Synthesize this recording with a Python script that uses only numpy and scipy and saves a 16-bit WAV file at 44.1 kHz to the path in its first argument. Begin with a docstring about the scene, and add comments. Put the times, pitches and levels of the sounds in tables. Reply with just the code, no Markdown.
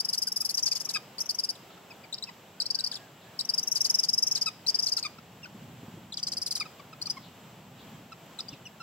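"""Rapid, whistled twitters burst out close by: raptor nestlings calling in a stick nest in a tree.
Each peep is a whistle that swoops down and up again, some twenty a second; deep swoops break into a rasp.
Dives fall almost without rising, and bursts often end in a squawk about two octaves lower.
Shaped noise makes the rasp, the echoes from sticks and leaves, a few soft bumps, low wind and airy hiss.
Far birds add arched whistles, buzzy chirps and one faint hum."""
import sys
import numpy as np
from scipy import signal
from scipy.fft import rfft
from scipy.io import wavfile

SR = 44100
rng = np.random.default_rng(int(sys.argv[2]) if len(sys.argv) > 2 else 0)


def dump(signal):
    """Clip the signal to [-1, 1] and save it as 16-bit WAV at the path in sys.argv[1]."""
    limited = np.clip(np.atleast_2d(signal).T, -1, 1)
    pcm = np.round(limited * 32767).astype(np.int16)
    wavfile.write(sys.argv[1], SR, pcm)


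N = 388962  # length of the scene in samples
TOP_HZ = 15750  # nothing is voiced or recorded above this

# The whistled peeps, burst by burst.
# Each row: start in seconds, nominal length in ms, pitch at the dip in Hz, level in dB before shared trims.
PEEPS = [(0, 12.7, 4730, -24), (.046, 13, 4930, -26), (0.085, 18.4, 4850, -26), (.128, 27, 4190, -26),
         (.175, 17, 5030, -25.5), (.216, 23.5, 4790, -25.5), (.268, 21.5, 4730, -27),
         (0.318, 9.5, 5220, -25.5), (.359, 19, 4900, -25), (.402, 20.5, 4880, -26), (.446, 21.3, 4790, -26),
         (.49, 25.7, 4230, -27.5), (.54, 16.4, 5410, -26.5), (.569, 32, 4570, -24.5),
         (.624, 21.6, 5420, -24.5), (.655, 36, 4540, -23), (.711, 25, 4590, -24), (.75, 31, 4460, -27.5),
         (.798, 24.3, 4980, -29.5), (.845, 21, 5490, -31.5), (0.888, 30, 3730, -30),
         (1.182, 14.4, 4310, -33), (1.201, 21.4, 5340, -26.5), (1.256, 12, 5570, -37.5),
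         (1.29, 25, 4400, -25.5), (1.345, 12, 5520, -32), (1.385, 20.4, 4740, -25.5),
         (1.434, 21.3, 4740, -27), (1.488, 21.3, 4590, -27), (2.126, 20.5, 3650, -31.5),
         (2.179, 8.6, 3760, -41), (2.224, 18, 3730, -33), (2.601, 23.5, 3940, -26),
         (2.656, 12.2, 4170, -29.5), (2.702, 12, 4610, -23.5), (2.746, 11.6, 4440, -24),
         (2.788, 22.3, 3840, -29.5), (2.839, 11.5, 4590, -24.5), (2.862, 16, 4320, -28.5),
         (2.914, 33, 3130, -35), (3.39, 23.3, 3810, -27.5), (3.448, 9.3, 5480, -35),
         (3.489, 16.3, 4645, -23.5), (3.536, 13, 5000, -24.5), (3.576, 22.6, 4710, -23),
         (3.628, 11.4, 5590, -28), (3.671, 15.7, 5400, -26), (3.712, 18.4, 5470, -23.5),
         (3.748, 34, 4570, -24), (3.804, 16.8, 5270, -21), (3.842, 29, 4430, -22.5),
         (3.894, 19.2, 5320, -21), (3.94, 19.2, 5110, -20), (3.985, 18.4, 5100, -20.5),
         (4.031, 24, 4510, -23), (4.084, 18.6, 5010, -21), (4.129, 19.5, 5130, -22),
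         (4.175, 19.7, 5080, -22), (4.222, 19, 5140, -21), (4.265, 21.3, 5340, -24),
         (4.31, 19.4, 5290, -22.5), (4.348, 37.5, 3790, -26), (4.411, 22, 4780, -22.5),
         (4.664, 9.7, 4030, -28.5), (4.677, 30.2, 4650, -22), (4.743, 17.4, 4680, -23),
         (4.787, 17.6, 4840, -23), (4.822, 27.4, 4970, -26), (4.858, 40.7, 4180, -26),
         (4.917, 21.7, 4670, -24), (4.965, 34.7, 3870, -26.5), (6.122, 22.6, 3310, -36.5),
         (6.171, 32, 2930, -33), (6.228, 13, 4590, -26), (6.267, 24, 4060, -28.5),
         (6.317, 25.5, 4080, -29.5), (6.367, 19.7, 4470, -28.5), (6.415, 20.4, 4700, -29),
         (6.46, 25, 4040, -29.5), (6.507, 25, 4130, -27.5), (6.551, 33, 3660, -29.5),
         (7.015, 14.6, 4220, -30), (7.057, 18, 4210, -32), (7.097, 17.7, 4790, -25.5),
         (8.388, 20.7, 3540, -33), (8.483, 11.7, 4590, -37)]
# Dives, peeps that fall almost without rising, often straight into a squawk.
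# Each row: start in seconds, nominal length in ms, pitch at the bottom in Hz, level in dB before shared trims.
DIVES = [(.934, 17, 4510, -31), (1.552, 13, 3250, -52.5), (2.953, 20.6, 3290, -38),
         (4.458, 10.3, 4690, -26), (5.026, 14, 4020, -33), (6.598, 10, 4580, -31)]
# Spectrum of the rasp. Each row: frequency in Hz, relative level in dB.
RASP = [(700, -11.5), (1500, -17), (3000, -11), (4200, -7.5), (5200, 5), (6500, 4.5), (8000, -8),
        (9200, -18), (10500, -6), (12500, -17), (15500, -30)]
# Spectrum of the sizzle along with the whistle. Each row: frequency in Hz, relative level in dB.
SIZZLE = [(4000, -24), (6500, 8.5), (7800, 5.5), (9200, -3), (10500, -2), (12500, -12.5), (15500, -11)]
# Coarser rasp of slack membranes, in deep dips and squawks. Each row: frequency in Hz, relative level in dB.
GROWL = [(450, -17), (900, -1), (1400, 0.5), (2500, -8), (3300, 2.5), (5000, -14), (7000, 3.5),
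         (9200, -14.5), (11000, -20), (15500, -25)]
LEVEL_DB = 0.46  # trim of all peeps and dives
# the longer a peep, the longer and so the deeper it falls before it turns
FALL_SHARE, FALL_DELAY_S = 0.66, 0.00455
# a dip at MIDDLE_HZ climbs back towards END_HZ; a higher dip or a rough note aims higher
MIDDLE_HZ, END_HZ, END_FOLLOW, RECOIL_HZ = 4775, 5850, 0.524, 1880
FULL_CLIMB_S = 0.005  # a shorter rise stops before the pitch is back
# the whistle breaks when it falls further than BREAK_HZ; rasp runs 0-1, before the hoarseness is applied
BREAK_HZ, BREAK_WIDTH_HZ, SHALLOW_RASP, DEEP_RASP = 1770, 250, 0.24, 0.814
# the rise is weaker than the fall, and more so in a rough note
RISE_DB, BROKEN_RISE_DB = -2.5, -10.5
LOW_RISE_DB_PER_HZ = 0.0008  # but from a low dip it climbs into the throat's resonance and gains


def peeps(bend=1.6, jitter=0.0019, rasp_jitter=0.075, shimmer_db=0.8, rasp_shimmer_db=3, slope_db=-10,
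          attack=0.0045, release=0.0068, early_rasp=0.33, turn=0.011, easy_hz=5700,
          sizzle_db=-20, growl_db=1, size=2048):
    """Tension drops and returns in each peep; long ones fall deep and break up from the dip onward."""
    out, t = np.zeros(N), np.arange(size) / SR
    calls = [(row, False) for row in PEEPS] + [(row, True) for row in DIVES]
    for (s, ms, dip_hz, db), dives in calls:
        lift_db, hoarse, fall_speed = manner(s)
        length = ms / 1000
        fall = length if dives else FALL_SHARE * (length - FALL_DELAY_S)
        # at least a tenth of the note is left for the fall and for the rise
        fall = np.clip(fall, length / 10, length - length / 10)
        rise = length - fall
        depth_hz = fall_speed * fall
        breaking = 0.5 + 0.5 * np.tanh((depth_hz - BREAK_HZ) / BREAK_WIDTH_HZ)
        rough = hoarse * (SHALLOW_RASP + (DEEP_RASP - SHALLOW_RASP) * breaking)

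        # pitch curve: down to the dip and up again
        start_hz = dip_hz + depth_hz
        end_hz = END_HZ + END_FOLLOW * (dip_hz - MIDDLE_HZ) + RECOIL_HZ * rough
        climb_hz = (end_hz - dip_hz) * min(rise / FULL_CLIMB_S, 1) ** 2
        swoop = np.clip((t - fall) / np.where(t < fall, fall, rise), -1, 1)
        hz = dip_hz + np.where(t < fall, depth_hz, climb_hz) * np.abs(swoop) ** bend

        # a breaking whistle shakes in pitch and in strength
        late = 0.5 + 0.5 * np.tanh((t - fall) / turn)
        broken = np.clip(rough * (early_rasp + (1 - early_rasp) * late), 0, 1)
        hz = hz * (1 + (jitter + rasp_jitter * broken) * wander(size, 780))
        shimmer = undb((shimmer_db + rasp_shimmer_db * broken) * wander(size, 550))
        # tightly stretched membranes take longer to start
        gate = swell(t, length + release / 2, attack * (start_hz / easy_hz) ** 2.0, release)
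        tone = voice(hz, slope_db, count=3) * gate * shimmer

        # even out the two halves, then let the force ease after the dip
        falling = np.std(tone[t < fall])
        rising = np.std(tone[(t >= fall) & (t < length)])
        tone = tone / (falling ** (1 - late) * rising ** late)
        low_gain_db = LOW_RISE_DB_PER_HZ * max(MIDDLE_HZ - dip_hz, 0)
        ease_db = RISE_DB + BROKEN_RISE_DB * rough + low_gain_db
        force = undb(LEVEL_DB + db + ease_db * late)

        note = np.sqrt(1 - broken ** 2) * tone + broken * gate * rasp(size, RASP)
        note += undb(sizzle_db) * gate * shimmer * rasp(size, SIZZLE)
        # just after a rough dip the coarse low register is touched
        touch = np.exp(-((t - fall - 0.002) / 0.0026) ** 2)
        note += undb(growl_db) * broken ** 2 * touch * rasp(size, GROWL)
        add(out, s, beak(force * note, lift_db))
    return out


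# The chicks' manner of calling as time passes.
# Each row: time in seconds, treble lift from the open beak in dB before BEAK shares it out,
# hoarseness (a factor on the rasp), average speed of the fall in Hz per second.
MANNER = [(0, 6, .7, 135000), (.48, 9.5, 0.9, 130000), (.63, -1, 0.75, 114800), (.8, 5.5, 1.05, 144500),
          (1.5, 4.5, 0.65, 100600), (2.15, -6, 0.54, 40000), (2.7, 0, 0.43, 114000),
          (3.45, 3, 0.13, 140700), (3.8, 3.5, 0.67, 159600), (4.4, 0.5, 0.87, 144700),
          (4.7, 0, 0.36, 100500), (5, 1, 0.84, 119800), (6.13, -6.5, .8, 89000), (6.2, -2.5, 0.85, 149500),
          (6.45, 5.5, 1.05, 134700), (7.05, -0.5, 1, 80000), (8.4, -4, 0.77, 65000)]


def manner(s):
    """Beak opening, hoarseness and speed of the fall at time s, gliding between the rows."""
    times, *columns = np.transpose(MANNER)
    return [np.interp(s, times, column) for column in columns]


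# How much of the beak's lift each frequency gets. Each row: frequency in Hz, share (1 is the whole lift).
BEAK = [(6500, 0), (9500, 1.2), (15500, 1.46)]


def beak(x, lift_db):
    """A wider beak lets more of the overtones and spray out."""
    return np.fft.irfft(rfft(x) * undb(lift_db * at(BEAK, bins(x))), len(x))


# Squawks and soft squeaks in the low registers.
# Each row: start in seconds, nominal length in ms, starting pitch in Hz, level in dB before the fades.
SQUAWKS = [(0.272, 13, 1574, -48.5), (.419, 12, 1294, -48), (.713, 13, 2600, -45), (.868, 12, 1250, -50.5),
           (.945, 16, 2600, -30.5), (0.955, 19.4, 1288, -30), (.957, 13.3, 1680, -36), (1.7, 12, 1360, -54),
           (1.772, 10, 1380, -54), (1.903, 21, 2600, -49), (2.037, 15, 2450, -50), (2.27, 22, 2700, -47.5),
           (2.288, 12, 1010, -42.5), (2.923, 10.5, 1740, -50), (4.465, 25.4, 1313, -29.5),
           (4.977, 10.6, 1380, -44), (5.039, 16, 2460, -40), (5.048, 20.5, 1244, -32),
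           (5.183, 7.8, 1370, -45.5), (5.429, 21.4, 2810, -43), (5.454, 9.6, 1520, -44),
           (6.605, 10.8, 1284, -30), (6.613, 16.6, 2453, -35.5), (6.653, 15, 1307, -45),
           (6.794, 13, 1176, -47.5), (6.927, 12.3, 1326, -45.5), (7.072, 10, 1240, -45),
           (7.167, 15.4, 1095, -42.5), (8.118, 14.4, 1360, -43.5), (8.391, 8.8, 1350, -46.5),
           (8.526, 14.5, 2870, -47), (8.653, 21, 2960, -42.5), (8.801, 23, 1380, -43)]
# each squawk sags by a share of its pitch, more with each octave above the low register
SQUAWK_SAG, LOW_REGISTER_HZ, SAG_PER_OCTAVE = 0.082, 1290, 0.046
# rasp 0-1 of a squawk at loud_db, and its change with each dB of level
SQUAWK_RASP, RASP_PER_DB = 0.64, 0.15


def squawks(slope_db=-8.5, effort_tilt=0.39, loud_db=-25, jitter=0.064, attack=0.0053, release=0.0025,
            size=2048):
    """Slack membranes beat slowly and sag in pitch; harder calls are brighter and rougher."""
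    out, t = np.zeros(N), np.arange(size) / SR
    for s, ms, start_hz, db in SQUAWKS:
        length = ms / 1000
        octaves = np.log2(start_hz / LOW_REGISTER_HZ)
        sag = SQUAWK_SAG + SAG_PER_OCTAVE * octaves
        hz = start_hz * (1 - sag * np.minimum(t / length, 1) ** 2.35)
        # the higher register has weaker overtones
        slope = slope_db + effort_tilt * (db - loud_db) - 0.86 * octaves
        rough = np.clip(SQUAWK_RASP + RASP_PER_DB * (db - loud_db), 0, 1)
        shaky_hz = hz * (1 + jitter * rough * wander(size, 680))
        tone = unit(voice(shaky_hz, slope, count=10))
        note = np.sqrt(1 - rough ** 2) * tone + rough * rasp(size, GROWL)
        add(out, s, undb(db) * swell(t, length + release / 2, attack, release) * note)
    return out


# Peaks and notches that colour every call as its pitch glides. Each row: frequency in Hz, gain in dB.
VOICE_PEAKS = [(800, -26), (1300, -21), (2450, -9), (3200, -12), (3900, -5.5), (4300, -6), (4750, 5),
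               (5200, 4.5), (5600, 0.5), (6400, -5), (7200, -11), (7950, -0.5), (9100, -20.5), (9750, -5.5),
               (12000, -14), (15500, -21)]


def voice(hz, slope_db, count):
    """Harmonics of the syrinx, falling by slope_db an octave, each weighted by the peaks and notches as it
    glides."""
    phase = 2 * np.pi * np.cumsum(hz) / SR
    total = 0
    for k in range(1, count + 1):
        strength = undb(slope_db * np.log2(k) + at(VOICE_PEAKS, k * hz)) * (k * hz < TOP_HZ)
        total = total + strength * np.cos(k * phase)
    return total


def rasp(size, spectrum, flutter_hz=1100, scatter=0.2975):
    """The membranes flap irregularly and chop the air into puffs."""
    phase = np.cumsum(flutter_hz * (1 + scatter * wander(size, flutter_hz / 2))) / SR
    puffs = np.sin(np.pi * phase) ** 4
    return colour(rng.standard_normal(size) * puffs, spectrum)


# How the two microphone ports hear a head held high.
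# Each row: frequency in Hz, left minus right level in dB, lead of the left in radians.
PORTS = [(990, -5, 1.66), (1880, 12, 0.8), (2720, -2, 1.1), (3750, 5, 1.73), (4960, 8, 1.89),
         (5406, 1.5, 2.23), (5900, 13, 3.9), (7160, 1.5, 4.42), (9600, 6, 5.25), (10700, 7, 4.2),
         (13500, 1, 7.8)]
# The same for a head lowered among the leaves.
# Each row: frequency in Hz, left minus right level in dB, lead of the left in radians.
PORTS_LOW = [(1000, 3, 0), (3080, -0.5, -0.7), (4480, 5, 2.5), (4660, 17, 0.1), (5180, -3, -2),
             (5870, 7, -1.6), (7200, 1, -2.5), (9400, 2, 1.4), (10560, 6, -2.34), (13000, 4, -0.67)]
HEAD_DOWN_S = 5.7  # the head is lowered from here on


def ports(x, hearing):
    """The microphone body makes the two ports differ in level and phase, keeping their mean power."""
    half = undb(at(hearing, bins(x)) / 2) * np.exp(0.5j * at(hearing, bins(x), axis=2))
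    power = np.sqrt((np.abs(half) ** 2 + np.abs(half) ** -2) / 2)
    return np.fft.irfft(rfft(x) * np.array([half, 1 / half]) / power, N)


def scatter(x, t60, db, size=22050):
    """A dense echo from sticks and leaves, fading 60 dB in t60 seconds, different at each port."""
    t = np.arange(size) / SR
    fade = np.exp(-np.log(1000) * t / t60)
    echo = rng.standard_normal((2, size)) * fade * (t > 0.002)
    echo *= undb(db) / np.sqrt(np.sum(echo ** 2, axis=1, keepdims=True))
    return signal.fftconvolve(x[None], echo, axes=1)[:, :N]


# Soft low bumps. Each row: start in seconds, peak level in dB.
BUMPS = [(5.543, -37), (5.615, -41.5), (5.828, -34), (5.877, -38.5), (5.935, -35.5), (5.968, -38.5),
         (6.326, -44), (8.446, -48), (8.523, -37.5)]
# Spectrum of a bump. Each row: frequency in Hz, relative level in dB.
THUD = [(40, -46), (80, -38), (130, 5.5), (200, 2), (330, -5.5), (450, -17.5), (900, -65)]


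def bumps(length=0.026, attack=0.0064, size=4096):
    """Dull knocks of a few uneven cycles, cut from low noise."""
    out, t = np.zeros(N), np.arange(size) / SR
    for s, db in BUMPS:
        knock = colour(rng.standard_normal(size), THUD) * swell(t, length, attack, length)
        add(out, s, undb(db) * knock / np.max(np.abs(knock)))
    return out


# A far bird's phrase of soft whistles.
# Each row: start in seconds, length in seconds, level in dB before the echo joins.
FAR_WHISTLES = [(2.55, .1, -60), (2.729, .12, -57.5), (2.935, .17, -60), (3.203, 0.17, -61)]
WHISTLE_HZ, WHISTLE_STEP_HZ = 1526, 64.8  # top of the first whistle, and the step up to each next
# A far bird's buzzy chirps. Each row: start in seconds, level in dB before the echo joins.
FAR_CHIRPS = [(1.668, -58.5), (3.18, -60), (7.196, -55), (7.75, -57), (8.47, -54.5)]
CHIRP_HZ, CHIRP_S = 3710, 0.105
HUM_AT_S, HUM_S, HUM_HZ, HUM_DB = 1.5, 0.64, 395, -60.5  # a faint far hum


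def far_birds():
    """Arched whistles and buzzy chirps from other trees, and one faint low hum, with their echo."""
    out = np.zeros(N)
    for k, (s, length, db) in enumerate(FAR_WHISTLES):
        top_hz = WHISTLE_HZ + k * WHISTLE_STEP_HZ
        add(out, s, undb(db) * far_note(length, top_hz, arch=0.142, scatter_hz=35))
    for s, db in FAR_CHIRPS:
        add(out, s, undb(db) * far_note(CHIRP_S, CHIRP_HZ, arch=0.16, scatter_hz=477))
    add(out, HUM_AT_S, undb(HUM_DB) * far_note(HUM_S, HUM_HZ, arch=0.0297, scatter_hz=17))
    return out + scatter(out, t60=0.18, db=-3)


def far_note(length, top_hz, arch, scatter_hz, size=32768):
    """A note that swells and arches in pitch; scatter makes it buzz."""
    t = np.arange(size) / SR
    arched_hz = top_hz * (1 - arch * (2 * np.minimum(t / length, 1) - 1) ** 2)
    hz = arched_hz + scatter_hz * wander(size, 500)
    return swell(t, length, length / 2, length / 2) * np.sin(2 * np.pi * np.cumsum(hz) / SR)


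# The wind's strength. Each row: time in seconds, rumble level in dB.
WIND = [(0, -59.5), (2.8, -58), (4.4, -56), (4.9, -57), (5.45, -54), (5.6, -48), (6.1, -52.5), (6.7, -56.5),
        (7.2, -53), (7.6, -54.5), (7.78, -51), (8, -50), (8.2, -57)]
# Spectrum of the wind rumble. Each row: frequency in Hz, relative level in dB per Hz.
RUMBLE = [(20, -41), (45, -27), (70, -13.5), (110, -1.5), (180, 1), (240, -3), (330, -16), (600, -31),
          (1500, -59)]
# Spectrum of the open-air hiss. Each row: frequency in Hz, relative level in dB per Hz.
AIR = [(60, -37), (300, -0.5), (450, -1), (780, 0), (1200, -5), (2100, -9.5), (3000, -7.5), (4500, -15.5),
       (6700, -17.5), (7700, -12), (9200, -35), (10600, -22.5), (11500, -20.5), (15500, -17.5)]
# How alike the hiss is at the two ports. Each row: frequency in Hz, correlation (1 is identical).
AIR_LIKENESS = [(300, 0.98), (700, 0.89), (1400, 0.6), (3000, 0.81), (7000, 0.17), (14000, 0)]
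AIR_DB = -53  # middle level of the hiss, around which it flickers


def outdoors(rumble_side_db=-21, flicker_db=1.0):
    """Low wind, nearly alike at both ports, under a wider hiss of far foliage."""
    sides = np.array([[1], [-1]])
    mid, side = (colour(rng.standard_normal(N), RUMBLE) for _ in range(2))
    wind_db = np.interp(np.arange(N) / SR, *np.transpose(WIND))
    rumble = (mid + undb(rumble_side_db) * side * sides) * undb(wind_db)
    # the hiss is mixed from a shared and an opposed part at each frequency
    mid, side = (rfft(colour(rng.standard_normal(N), AIR)) for _ in range(2))
    alike = np.clip(at(AIR_LIKENESS, bins(rumble[0])), 0, 1)
    shared = mid * np.sqrt((1 + alike) / 2)
    opposed = sides * side * np.sqrt((1 - alike) / 2)
    hiss = np.fft.irfft(shared + opposed, N)
    return rumble + hiss * undb(AIR_DB + flicker_db * wander(N, 2.9))


def undb(db):
    """Decibels to gain."""
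    return 10 ** (np.asarray(db) / 20)


def unit(x):
    """Scale to rms 1."""
    return x / np.sqrt(np.mean(x ** 2) + 1e-18)


def at(points, hz, axis=1):
    """Read a column of a frequency table on a log axis."""
    table = np.array(points, float)
    return np.interp(np.log(np.maximum(hz, 1)), np.log(table[:, 0]), table[:, axis])


def bins(x):
    """Frequencies of the spectrum of x."""
    return np.fft.rfftfreq(len(x), 1 / SR)


def colour(x, points):
    """Filter x by a curve of (Hz, dB) points, then scale to rms 1."""
    return unit(np.fft.irfft(rfft(x) * undb(at(points, bins(x))), len(x)))


def wander(size, hz):
    """Smooth chance up to about hz, spread 1."""
    x = rng.standard_normal(size)
    return unit(np.fft.irfft(rfft(x) / (1 + (bins(x) / hz) ** 4), size))


def swell(t, length, attack, release):
    """Rounded rise and fall of a note."""
    rising = np.sin(np.pi / 2 * np.clip(t / attack, 0, 1))
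    falling = np.sin(np.pi / 2 * np.clip((length - t) / release, 0, 1))
    return rising * falling


def add(track, s, x):
    """Mix x into the track at time s."""
    start = int(np.clip(s * SR, 0, N - 1))
    track[start:start + len(x)] += x[:N - start]


def scene():
    """The chicks, their echoes from the nest and the crown of the tree, and the land around."""
    chicks = peeps() + squawks()
    lowered = np.arange(N) / SR > HEAD_DOWN_S
    direct = ports(chicks * ~lowered, PORTS) + ports(chicks * lowered, PORTS_LOW)
    nest_echo = scatter(chicks, t60=0.049, db=-9.5)
    crown_echo = scatter(chicks, t60=0.43, db=-19.5)
    return direct + nest_echo + crown_echo + far_birds() + bumps() + outdoors()


def record(dry):
    """The recorder cuts the top with a steep low-pass filter."""
    low_pass = signal.ellip(10, 0.2, 70, TOP_HZ, fs=SR, output="sos")
    return signal.sosfilt(low_pass, dry)


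dry = scene()
out = record(dry)
dump(out)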